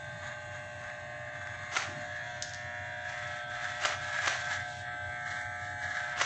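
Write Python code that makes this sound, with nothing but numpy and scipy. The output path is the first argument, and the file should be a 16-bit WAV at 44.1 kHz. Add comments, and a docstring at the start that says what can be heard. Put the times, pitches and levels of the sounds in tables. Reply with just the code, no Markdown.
"""Mains-driven hair clippers trim a beard in a small barbershop, about a metre from the microphone.
The blade swings 60 times a second and knocks at both ends of its stroke: a sum of mains harmonics.
At each touch stubble crackles and hisses as noise bursts at every half stroke; thick hairs snap.
A latch-like mechanism clacks four times and a small lever clicks: impulses with chatter, filtered by bodies.
Cloth thuds as puffs of low noise; ventilation rumbles as steady noise with a shaped spectrum."""
import sys
import numpy as np
from scipy import signal
from scipy.fft import rfft, irfft
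from scipy.io import wavfile
from scipy.ndimage import uniform_filter1d, map_coordinates

SR = 44100
rng = np.random.default_rng(int(sys.argv[2]) if len(sys.argv) > 2 else 0)


def wrap_up_sound(samples):
    """Save the sound to the file named by the first command line argument, as 16-bit audio."""
    columns = np.atleast_2d(samples).T
    # keep every value between -1 and 1, then stretch to whole-number steps
    tamed = np.clip(columns, -1, 1)
    steps = np.round(tamed * 32767).astype(np.int16)
    wavfile.write(sys.argv[1], SR, steps)


N = 275625
TIME = np.arange(N) / SR
MAINS_HZ = 59.98


def amp(db):
    """Logarithmic level: decibels to amplitude gain."""
    return 10 ** (np.asarray(db) / 20)


def unit(x):
    """Normalization: scales a signal to an rms of one."""
    return x / np.sqrt(np.mean(x ** 2) + 1e-20)


def curves(table, t):
    """Linear interpolation: every column of a table at the times (or frequencies) t."""
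    s, *columns = np.transpose(table)
    return [np.interp(t, s, column) for column in columns]


def read(points, hz):
    """Logarithmic frequency axis: a spectrum table interpolated at hz."""
    f, value = np.transpose(points)
    return np.interp(np.log(hz + 1), np.log(f), value)


def add(mix, s, sound):
    """Superposition: mixes a sound in at s seconds."""
    part = mix[max(round(s * SR), 0):][:len(sound)]
    part += sound[:len(part)]


def smooth_noise(count, size):
    """Moving average: Gaussian noise smoothed over size samples, rms one."""
    return unit(uniform_filter1d(rng.standard_normal(count), size=size))


def wander(path, count, order=8):
    """Sum of random sines: smooth chance of rms one, up to one cycle per unit of path, in count columns."""
    speed, start = rng.random((2, order, 1, count))
    return np.sqrt(2 / order) * np.sin(2 * np.pi * (speed * path[:, None] + start)).sum(0)


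def colour(x, points, size=4096):
    """Minimum-phase filtering: rings x through a causal body of unit energy with the given spectrum."""
    log_gain = np.log(amp(read(points, abs(np.fft.fftfreq(size, 1 / SR)))))
    # the Hilbert transform of the log gain gives the phase of a causal body
    spectrum = np.exp(np.conj(signal.hilbert(log_gain)))
    ring = np.fft.ifft(spectrum).real[:size // 2]
    return signal.oaconvolve(x, ring / np.linalg.norm(ring))[:N]


GRAIN_DB = 5  # rough surfaces catch unevenly as they scrape


def blows(rows, chatter_s, chatter, rise=0.46, size=6144):
    """Impact excitation: an impulse a row (s, dB) with decaying chatter of the parts; long scrapes swell in."""
    out, t = np.zeros(N), np.arange(size) / SR
    for s, db in rows:
        grain = np.clip(smooth_noise(size, 40), -2, 2)
        blow = amp(GRAIN_DB * grain) * rng.standard_normal(size)
        blow *= np.exp(-t / max(chatter_s, 1 / SR))
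        blow *= 1 - np.exp(-t / max(rise * chatter_s, 1 / SR))
        blow *= chatter / np.linalg.norm(blow)
        blow[0] += 1
        add(out, s, amp(db) * blow / np.linalg.norm(blow))
    return out


# reverberation time of the shop: (frequency [Hz], time to fall by 60 dB [s])
REVERBERATION = [(100, 0.15), (700, 0.53), (2000, 0.55), (8000, 0.35)]


def room(x, wet_db, size=22050):
    """Diffuse reverberation: adds a noise tail in which each band decays exponentially at its own speed."""
    hz, t, z = signal.stft(rng.standard_normal(size), SR, nperseg=256)
    decay = np.exp(-np.log(1000) * t / read(REVERBERATION, hz)[:, None])
    tail = signal.istft(z * decay, SR, nperseg=256)[1]
    tail *= np.minimum(np.arange(len(tail)) / SR / 0.00064, 1) ** 2  # soft onset [s]
    return x + amp(wet_db) * signal.oaconvolve(x, tail / np.linalg.norm(tail))[:N]


# spectrum of the ventilation: (frequency [Hz], relative spectral density [dB])
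VENTILATION_SPECTRUM = [(20, -23), (40, -31), (56, -10), (75, -18.5), (95, 5.5), (112, -6.5), (135, -3),
                        (165, -13.5), (280, -17), (450, -27), (750, -13.5), (1050, -34), (2000, -43),
                        (2600, -34), (9000, -59.5)]


def ventilation(level_db=-51.5, waver_db=0.95, waver_hz=7):
    """Shaped broadband noise: a wavering rumble gathered in a low resonance of the room."""
    gain = amp(read(VENTILATION_SPECTRUM, np.fft.rfftfreq(N, 1 / SR)))
    rumble = unit(irfft(rfft(rng.standard_normal(N)) * gain, N))
    waver = waver_db * wander(TIME * waver_hz, count=1)[:, 0]
    return amp(level_db + waver) * rumble


# soft thuds of cloth as the arm moves: (time [s], level before the swell [dB], centre frequency [Hz])
CLOTH_THUDS = [(.03, -51, 130), (.12, -49, 136), (1.83, -48, 128), (1.883, -48.5, 304), (1.94, -43.5, 128),
               (1.965, -52, 269), (2.019, -50, 133), (4.68, -57, 130), (4.93, -58.5, 300), (5.06, -51, 90),
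               (5.45, -49, 98)]


def cloth_thuds(swell_s=0.02, width=0.24):
    """Narrow-band noise under a slow envelope: dull, soft-edged puffs."""
    out, f = np.zeros(N), np.fft.rfftfreq(8192, 1 / SR)
    for s, db, hz in CLOTH_THUDS:
        band = np.exp(-((f / hz - 1) / width) ** 2)
        phase = np.exp(2j * np.pi * rng.random(len(f)))
        puff = unit(irfft(rng.standard_normal(len(f)) * phase * band))
        age = np.arange(len(puff)) / SR / swell_s
        add(out, s, amp(db) * age * np.exp(1 - age) * puff)
    return out


# small hard clicks, as of the blade lever: (time [s], relative level [dB])
LEVER_CLICKS = [(2.4238, -1.5), (2.4255, -5.5), (2.495, -14), (2.5365, -10.5), (2.546, -12.5)]
# resonances of the lever: (frequency [Hz], relative level [dB])
LEVER_SPECTRUM = [(100, -61), (1200, -26), (2300, -13), (3000, 1), (4200, 3), (5600, 6), (7000, 4.5),
                  (8500, -16)]


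def lever():
    """Brief contact excites high resonances: light, bright clicks with little chatter."""
    clicks = blows(LEVER_CLICKS, chatter_s=0.001, chatter=0.4)
    return amp(-8) * room(colour(clicks, LEVER_SPECTRUM), wet_db=-3.5)


# main blows of the clacking mechanism: (time [s], relative level [dB])
CLACK_BLOWS = [(1.765, -1.5), (3.8492, -0.5), (4.2725, -1), (6.212, 0)]
# its parts scrape and meet in the same order every time:
# (time from the main blow [s], relative dull knock [dB], relative bright tick [dB], decay constant [s])
CLACK_CONTACTS = [(-.058, -8, -8.5, 0.051), (-.043, -7, -3.5, 0.043), (-.018, -16, -15, 0.012),
                  (-.012, -9.5, -6, .003), (0, 0, -3.5, 0.0033), (.005, -1, 1.5, .003),
                  (.014, -10.5, -16.5, 0.011), (.028, -6, -10, 0.026), (.053, -6.5, -10, 0.02),
                  (.066, -19.5, -21, 0.024)]
# resonances behind the dull knock: (frequency [Hz], relative level [dB])
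KNOCK_SPECTRUM = [(60, -27.5), (250, -21.5), (380, -13), (480, -14), (700, 1), (930, -4), (1200, 0),
                  (1600, 1.5), (2000, 1.5), (2500, -5.5), (3300, -6), (4500, -14.5), (9000, -33.5)]
# resonances behind the bright tick: (frequency [Hz], relative level [dB])
TICK_SPECTRUM = [(100, -60.5), (1200, -17.5), (2400, 4.5), (3200, -4.5), (4000, 4), (4800, 1), (6100, 5.5),
                 (7200, 2.5), (8500, -14.5)]


def clacks(hardness_s=0.002):
    """Impact and friction: soft scrapes around one hard double blow, with the room ringing after it."""
    knocks, ticks = np.zeros((2, N))
    for late, knock_db, tick_db, decay_s in CLACK_CONTACTS:
        chatter = 2 * decay_s / hardness_s  # a long contact is nearly all scrape
        knocks += blows([(s + late, db + knock_db) for s, db in CLACK_BLOWS], decay_s, chatter)
        ticks += blows([(s + late, db + tick_db) for s, db in CLACK_BLOWS], decay_s, chatter)
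    dull = room(amp(0.5) * colour(knocks, KNOCK_SPECTRUM), wet_db=-8.0)
    bright = room(amp(-10.0) * colour(ticks, TICK_SPECTRUM), wet_db=-0.5)
    return dull + bright


# the hand: (time [s], hold [0 cheek, 1 lip, 2 jaw, 3 under the chin], place along its path [hand widths])
HAND_MOTION = [(0, -0.5, 0.5), (1.3, 0.34, 1.84), (1.8, -0.4, 3), (2.1, 0.88, 6), (2.6, 1, 9),
               (3, 1.1, 8.5), (3.4, 2.04, 9.5), (4.3, 2, 11), (4.6, 2.5, 12), (4.86, 2.5, 14),
               (5.8, 3.5, 16.5), (6.25, 1.5, 15)]


def hand(t):
    """Source kinematics: the hold of the clippers and the place along the path at the times t."""
    return curves(HAND_MOTION, t)


# touches of the blade on the beard: (start [s], length [s], crackle through the housing before shaping [dB],
# hiss at the teeth before shaping [dB])
BEARD_TOUCHES = [(0, 0.051, -51.5, -74), (.19, 0.14, -44.5, -56), (0.49, 0.067, -47, -57),
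                 (0.782, .13, -47.5, -61), (1.304, 0.75, -50.5, -61.5), (2.421, 0.19, -60.5, -62),
                 (3.016, .39, -45, -53.5), (3.453, 0.25, -44.5, -54), (3.594, 0.062, -37, -44.5),
                 (3.664, 0.22, -46.5, -52.5), (3.974, 0.63, -44, -48), (4.068, .25, -39, -53),
                 (4.458, 0.087, -35.5, -42.5), (4.628, .18, -63, -53), (5.221, 0.18, -42, -51.5),
                 (5.55, .17, -56.5, -57.5), (5.771, .36, -40, -51.5)]
BITE_S, RELEASE_S = 0.066, 0.043  # a touch takes hold linearly, then dies away exponentially
IDLE_CRACKLE_DB, IDLE_HISS_DB = -52.5, -72  # the blade rubbing in free air
ARCH_DB = 2.5  # a touch presses hardest in its middle


def contact():
    """Energy addition: crackle and hiss levels (dB); touches rise, hold and die away over the idle rub."""
    power = amp([[IDLE_CRACKLE_DB], [IDLE_HISS_DB]]) ** 2
    t = TIME[::64]
    for start, length, crackle_db, hiss_db in BEARD_TOUCHES:
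        age = np.maximum(t - start, 0)
        shape = np.minimum(age / BITE_S, 1) * np.exp(-np.maximum(age - length, 0) / RELEASE_S)
        arch = np.sin(np.pi * np.minimum(age / length, 1)) - 2 / np.pi  # zero mean over the touch
        shape *= amp(ARCH_DB * arch)
        power = power + (amp([[crackle_db], [hiss_db]]) * shape) ** 2
    return [np.interp(TIME, t, 10 * np.log10(p)) for p in power]


FULL_LOAD_DB = -39  # crackle level near which the load saturates


def loading():
    """Saturating mechanical load: how hard hair loads the blade, 0-1."""
    return np.tanh(uniform_filter1d(amp(contact()[0] - FULL_LOAD_DB), size=2000))


def stroke(lag=0.0086, jitter=0.003):
    """Synchronous drive: turns locked to the mains, lagging and stumbling slightly when hair loads the blade."""
    stumble = unit(uniform_filter1d(uniform_filter1d(rng.standard_normal(N), 700), 700))
    return MAINS_HZ * TIME - loading() * (lag + jitter * stumble)


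def bites(turns, uneven_db, bite_length, between):
    """Periodically modulated noise: each half stroke shears a different number of hairs."""
    half = np.floor(2 * turns + 1).astype(int)
    hairs = amp(uneven_db * np.clip(rng.standard_normal(N), -2, 2))[half]
    burst = between + np.exp(-(2 * turns % 1) / bite_length)
    return hairs * burst * rng.standard_normal(N)


# the teeth sliding on each other, heard between the touches too: (frequency [Hz], relative level [dB])
RUB_SPECTRUM = [(100, -41.5), (2450, 0), (2950, 1.5), (3450, 14), (4200, 6), (4800, -1), (5700, -6.5),
                (6700, 13.5), (7600, -2.5), (9000, -18.5)]
RUB_DB = -74


def rubbing(turns):
    """Sliding friction: the bare teeth whisper at every half stroke."""
    scrape = bites(turns, uneven_db=7.5, bite_length=0.27, between=0.2)
    return amp(RUB_DB) * unit(room(colour(scrape, RUB_SPECTRUM), wet_db=3.0))


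# crackle through the housing: (frequency [Hz], relative level [dB])
CRACKLE_SPECTRUM = [(100, -49.5), (480, -31), (660, -6), (850, -7.5), (1030, -13), (1250, -4), (1420, -2),
                    (1650, 9), (1850, 0.5), (2150, -4), (2450, -16.5), (4000, -23), (9000, -79)]
# against the cheek the crackle also rings a little lower: (frequency [Hz], relative level [dB])
CHEEK_SPECTRUM = [(100, -47), (850, -22.5), (1080, -7), (1220, 3.5), (1400, -19), (9000, -70.5)]
# hiss of the longer beard at the teeth: (frequency [Hz], relative level [dB])
HISS_SPECTRUM = [(100, -47.5), (1500, -9), (2300, 7), (2560, 9), (2900, 5), (3450, 7.5), (4200, 5),
                 (4800, 0), (5800, 2.5), (6600, 2.5), (7400, 2.5), (9000, -27)]
# thick hairs snapping: (time [s], relative level [dB])
HAIR_SNAPS = [(.524, -21), (.56, -24), (.814, -24), (.839, -17), (.901, -20), (1.356, -21), (1.415, -18),
              (1.472, -12), (1.633, -21), (3.118, -18), (3.611, -17), (3.643, -12), (3.719, -14),
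              (4.002, -17), (4.093, -14), (4.163, -11), (4.188, -9), (4.472, -11), (4.513, -8),
              (5.285, -18), (5.389, -13), (5.414, -13), (5.995, -13)]
HAIR_DB = 1  # single hairs differ in thickness, so the hiss is grainy
FLUTTER_DB, FLUTTER_MAX_HZ = 1.5, 24.95  # the beard is patchy, so a touch flutters; depth at full load


def cutting(turns):
    """Fracture noise: stubble crackles through the housing and hisses at the teeth; thick hairs snap."""
    crackle_db, hiss_db = contact()
    at_cheek = np.clip(1 - hand(TIME)[0], 0, 1)
    shear = room(bites(turns, uneven_db=2, bite_length=0.37, between=0.3), wet_db=-0.5)
    crackle = unit(colour(shear, CRACKLE_SPECTRUM))
    crackle += amp(-7.5) * at_cheek * unit(colour(shear, CHEEK_SPECTRUM))

    # short stubble on the cheek only rings the teeth; the longer beard hisses more broadly
    hairs = amp(HAIR_DB * np.clip(smooth_noise(N, 40), -2.5, 2.5))
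    scrape = room(hairs * bites(turns, uneven_db=1.5, bite_length=0.55, between=1.0), wet_db=-7)
    hiss = at_cheek * unit(colour(scrape, RUB_SPECTRUM))
    hiss += (1 - at_cheek) * unit(colour(scrape, HISS_SPECTRUM))

    snaps = blows(HAIR_SNAPS, chatter_s=.002, chatter=1.0)
    snaps = colour(snaps, CRACKLE_SPECTRUM) + amp(-14) * colour(snaps, HISS_SPECTRUM)
    patches = wander(TIME * FLUTTER_MAX_HZ, count=1)[:, 0]
    flutter = amp(FLUTTER_DB * np.sqrt(loading()) * patches)
    return flutter * (amp(crackle_db) * crackle + amp(hiss_db) * hiss) + room(snaps, wet_db=-3.5)


DIP_HZ, DIP_WIDTH_HZ, DIP_DEPTH = 2550, 300, .9  # depth is the share of amplitude removed at the centre


def band_dip(x):
    """Band rejection: the blade's noise is thinner around 2550 Hz in the hold under the chin."""
    band = np.exp(-((np.fft.rfftfreq(N, 1 / SR) - DIP_HZ) / DIP_WIDTH_HZ) ** 2)
    under_chin = np.clip(hand(TIME)[0] - 2, 0, 1)
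    return x - DIP_DEPTH * under_chin * irfft(rfft(x) * band, N)


SPREAD_S = .005  # scatter of the delays with which the knocks reach the microphone


def knock_phases(ring_s, count, size=1024):
    """Group delay: phases of two ringing knocks a swing, each spectral region leaving with its own delay."""
    age = np.arange(size) % (size // 2) / size / MAINS_HZ
    swing = np.exp(-age / ring_s) * rng.standard_normal(size)
    delay_s = SPREAD_S * smooth_noise(count, 12)
    phase = np.angle(rfft(swing)[1:count + 1])
    return np.exp(1j * (phase + 2 * np.pi * MAINS_HZ * np.cumsum(delay_s)))


# multiples of the mains that the housing radiates well: (harmonic number)
STRONG_HARMONICS = [10, 11, 12, 14, 16, 18, 20, 22, 24, 26, 27, 28, 29, 30, 31, 32, 33, 34, 35, 36, 38]
# their levels as the housing is turned, one row each for cheek, lip, jaw and under the chin:
# (relative level [dB] of each strong harmonic in turn)
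HOLD_LEVELS = [(-6.5, -15, -9, -15, -37, -15.5, -16, -26.5, -37, -5, -18, -10, -18, -14.5, -13, -14, -32, -18, -15.5, -28.5, -31),
               (-4.5, -9.5, -3, -22.5, -13, -18.5, -23.5, -16, -10.5, -6, -8, -5.5, -8.5, -7.5, -16, -14, -14.5, -14, -11.5, -17, -26),
               (-6.5, -13.5, -1.5, -13.5, -13.5, -15, -24, -2.5, -29.5, 4, -7, -4.5, -17.5, -12.5, -30.5, -6.0, -18.5, -9, -29.5, -10, -26.5),
               (-9.5, -13, -0.5, -7, -24, -41, -18, -9.5, -24, 0, -13.5, -7, -16.5, -1.5, -17, -15, -17.5, -12.5, -20, -13.5, -15.5)]
# all the other multiples: (frequency [Hz], relative level [dB])
WEAK_HARMONICS = [(540, -52), (780, -29), (900, -28), (1020, -30), (1140, -26), (1260, -42.5), (1380, -36),
                  (1500, -21.5), (2220, -23.5), (2340, -25.5)]
# ring of the teeth as they are turned:
# (frequency [Hz], relative level at cheek [dB], at lip [dB], at jaw [dB], under the chin [dB])
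TEETH_RING = [(2400, -13, -3.5, 6, -21.5), (2480, -3, -12.5, -1.5, -18.5), (2700, 1.5, -3, 2, -8),
              (3090, -15, -13.5, -6.5, -9.5), (3250, -5, 1.5, 9.5, -2.5), (3710, -2.0, -4.5, 4.5, -0.5),
              (3830, -11, -8.5, -8.0, -10), (4300, -7.5, -9.5, -4.5, -6.5),
              (4620, -20.5, -19.5, -19.5, -21.5), (5300, -18, -18.5, -13.5, -18.5),
              (5830, -18, -17.5, -20, -13), (6500, -11, -13.5, -31, -9.5), (7100, -17.5, -16, -28, -15),
              (8150, -15, -29.5, -14.5, -11), (8300, -37, -37.5, -34.5, -48)]
# how loudly the housing faces the microphone:
# (time [s], hum [dB], buzz of the blade before loading [dB], ring of the teeth [dB])
FACING_LEVELS = [(0, -48.5, -46.5, -56), (.85, -48, -49, -56.5), (1.25, -46, -45.5, -58),
                 (1.6, -51.5, -45.5, -57), (1.88, -49, -47.5, -56.5), (2.02, -44, -45.5, -54),
                 (2.18, -49, -40, -53.5), (2.3, -45, -44.5, -51.5), (2.55, -50, -45, -56),
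                 (2.7, -46.5, -42.5, -55), (3.6, -45.5, -44, -52), (4.6, -46.5, -40.5, -53.5),
                 (4.68, -43.5, -44, -56), (4.79, -48, -48.5, -55), (4.88, -45.5, -41, -55.5),
                 (5.52, -45.5, -41.5, -58), (6.25, -45.5, -42.5, -55.5)]
LOAD_BUZZ_DB = 2  # pressing into hair loads the blade: the buzz swells
ODD_DB = -8  # odd multiples in the ring of the teeth are set lower here
RATTLE = 1.15  # share by which the highest multiple changes, in proportion to harmonic number
TREMOR, TREMOR_MAX_HZ = .45, 5  # the hand trembles, so the upper multiples waver


def motor(turns, housing_ring_s=0.009, teeth_ring_s=0.004, echo_db=-3.5, uneven_db=0.55, count=140, size=4096):
    """Fourier synthesis and interference: the blade's harmonics swell and fade by reflection as the hand moves."""
    t, k = TIME[::size // 8], np.arange(1, count + 1)
    hum_db, buzz_db, teeth_db = curves(FACING_LEVELS, t)
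    buzz_db = buzz_db + LOAD_BUZZ_DB * loading()[::size // 8]
    hold, path = hand(t)
    last = len(HOLD_LEVELS) - 1
    distance = abs(np.clip(hold, 0, last)[:, None] - np.arange(last + 1))
    blend = np.maximum(1 - distance, 0)

    weak_db, strong = read(WEAK_HARMONICS, k * MAINS_HZ), np.isin(k, STRONG_HARMONICS)
    poses = [np.where(strong, np.interp(k, STRONG_HARMONICS, row), weak_db) for row in HOLD_LEVELS]
    housing = amp(blend @ poses) * knock_phases(housing_ring_s, count)
    ring_db = blend @ curves(TEETH_RING, k * MAINS_HZ) + ODD_DB * (k % 2)
    teeth = amp(ring_db) * knock_phases(teeth_ring_s, count)
    # the loose teeth never land twice in quite the same way
    scatter = rng.standard_normal(teeth.shape) + 1j * rng.standard_normal(teeth.shape)
    teeth *= 1 + RATTLE * k / count * scatter

    # reflections add to the direct sound, and matter more for short waves
    echoes = wander(path * 1.174, count) + 1j * wander(path * 1.194, count)
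    echoes += TREMOR * (wander(t * TREMOR_MAX_HZ, count) + 1j * wander(t * TREMOR_MAX_HZ, count))
    fading = 1 + amp(echo_db) * np.minimum(k / 40, 1) * echoes

    low, middle, high = (k > 8) & (k < 18), (k >= 18) & (k < 40), k >= 40
    lines = np.zeros((len(t), count), complex)
    for band, shape, level_db in ((low, housing, hum_db), (middle, housing, buzz_db), (high, teeth, teeth_db)):
        part = band * shape * fading
        lines += part * (amp(level_db) / np.linalg.norm(part, axis=1))[:, None]

    # one waveform cycle per time step, then read along time and blade phase
    cycles = irfft(np.pad(lines, ((0, 0), (1, 0))), size) * size / np.sqrt(2)
    buzz = map_coordinates(cycles, [TIME / t[1], turns % 1 * size], order=1, mode="nearest")
    force = amp(uneven_db * smooth_noise(N, 500))
    # the coil itself hums at twice the mains
    magnet = amp(-59.5) * np.sqrt(2) * np.sin(2 * np.pi * 2 * turns)
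    return force * buzz + magnet


def scene():
    """Linear superposition: all sources at one microphone."""
    turns = stroke()
    background = ventilation() + cloth_thuds() + lever() + clacks()
    blade_noise = band_dip(cutting(turns) + rubbing(turns))
    return (background + blade_noise + motor(turns))[None]


EDGE_HZ = 8400


def record(dry):
    """Band limitation: the recorder's linear-phase low-pass."""
    lowpass = signal.firwin(601, EDGE_HZ, window=("kaiser", 8), fs=SR)
    return signal.oaconvolve(dry, lowpass[None], "same")


dry = scene()
out = record(dry)
wrap_up_sound(out)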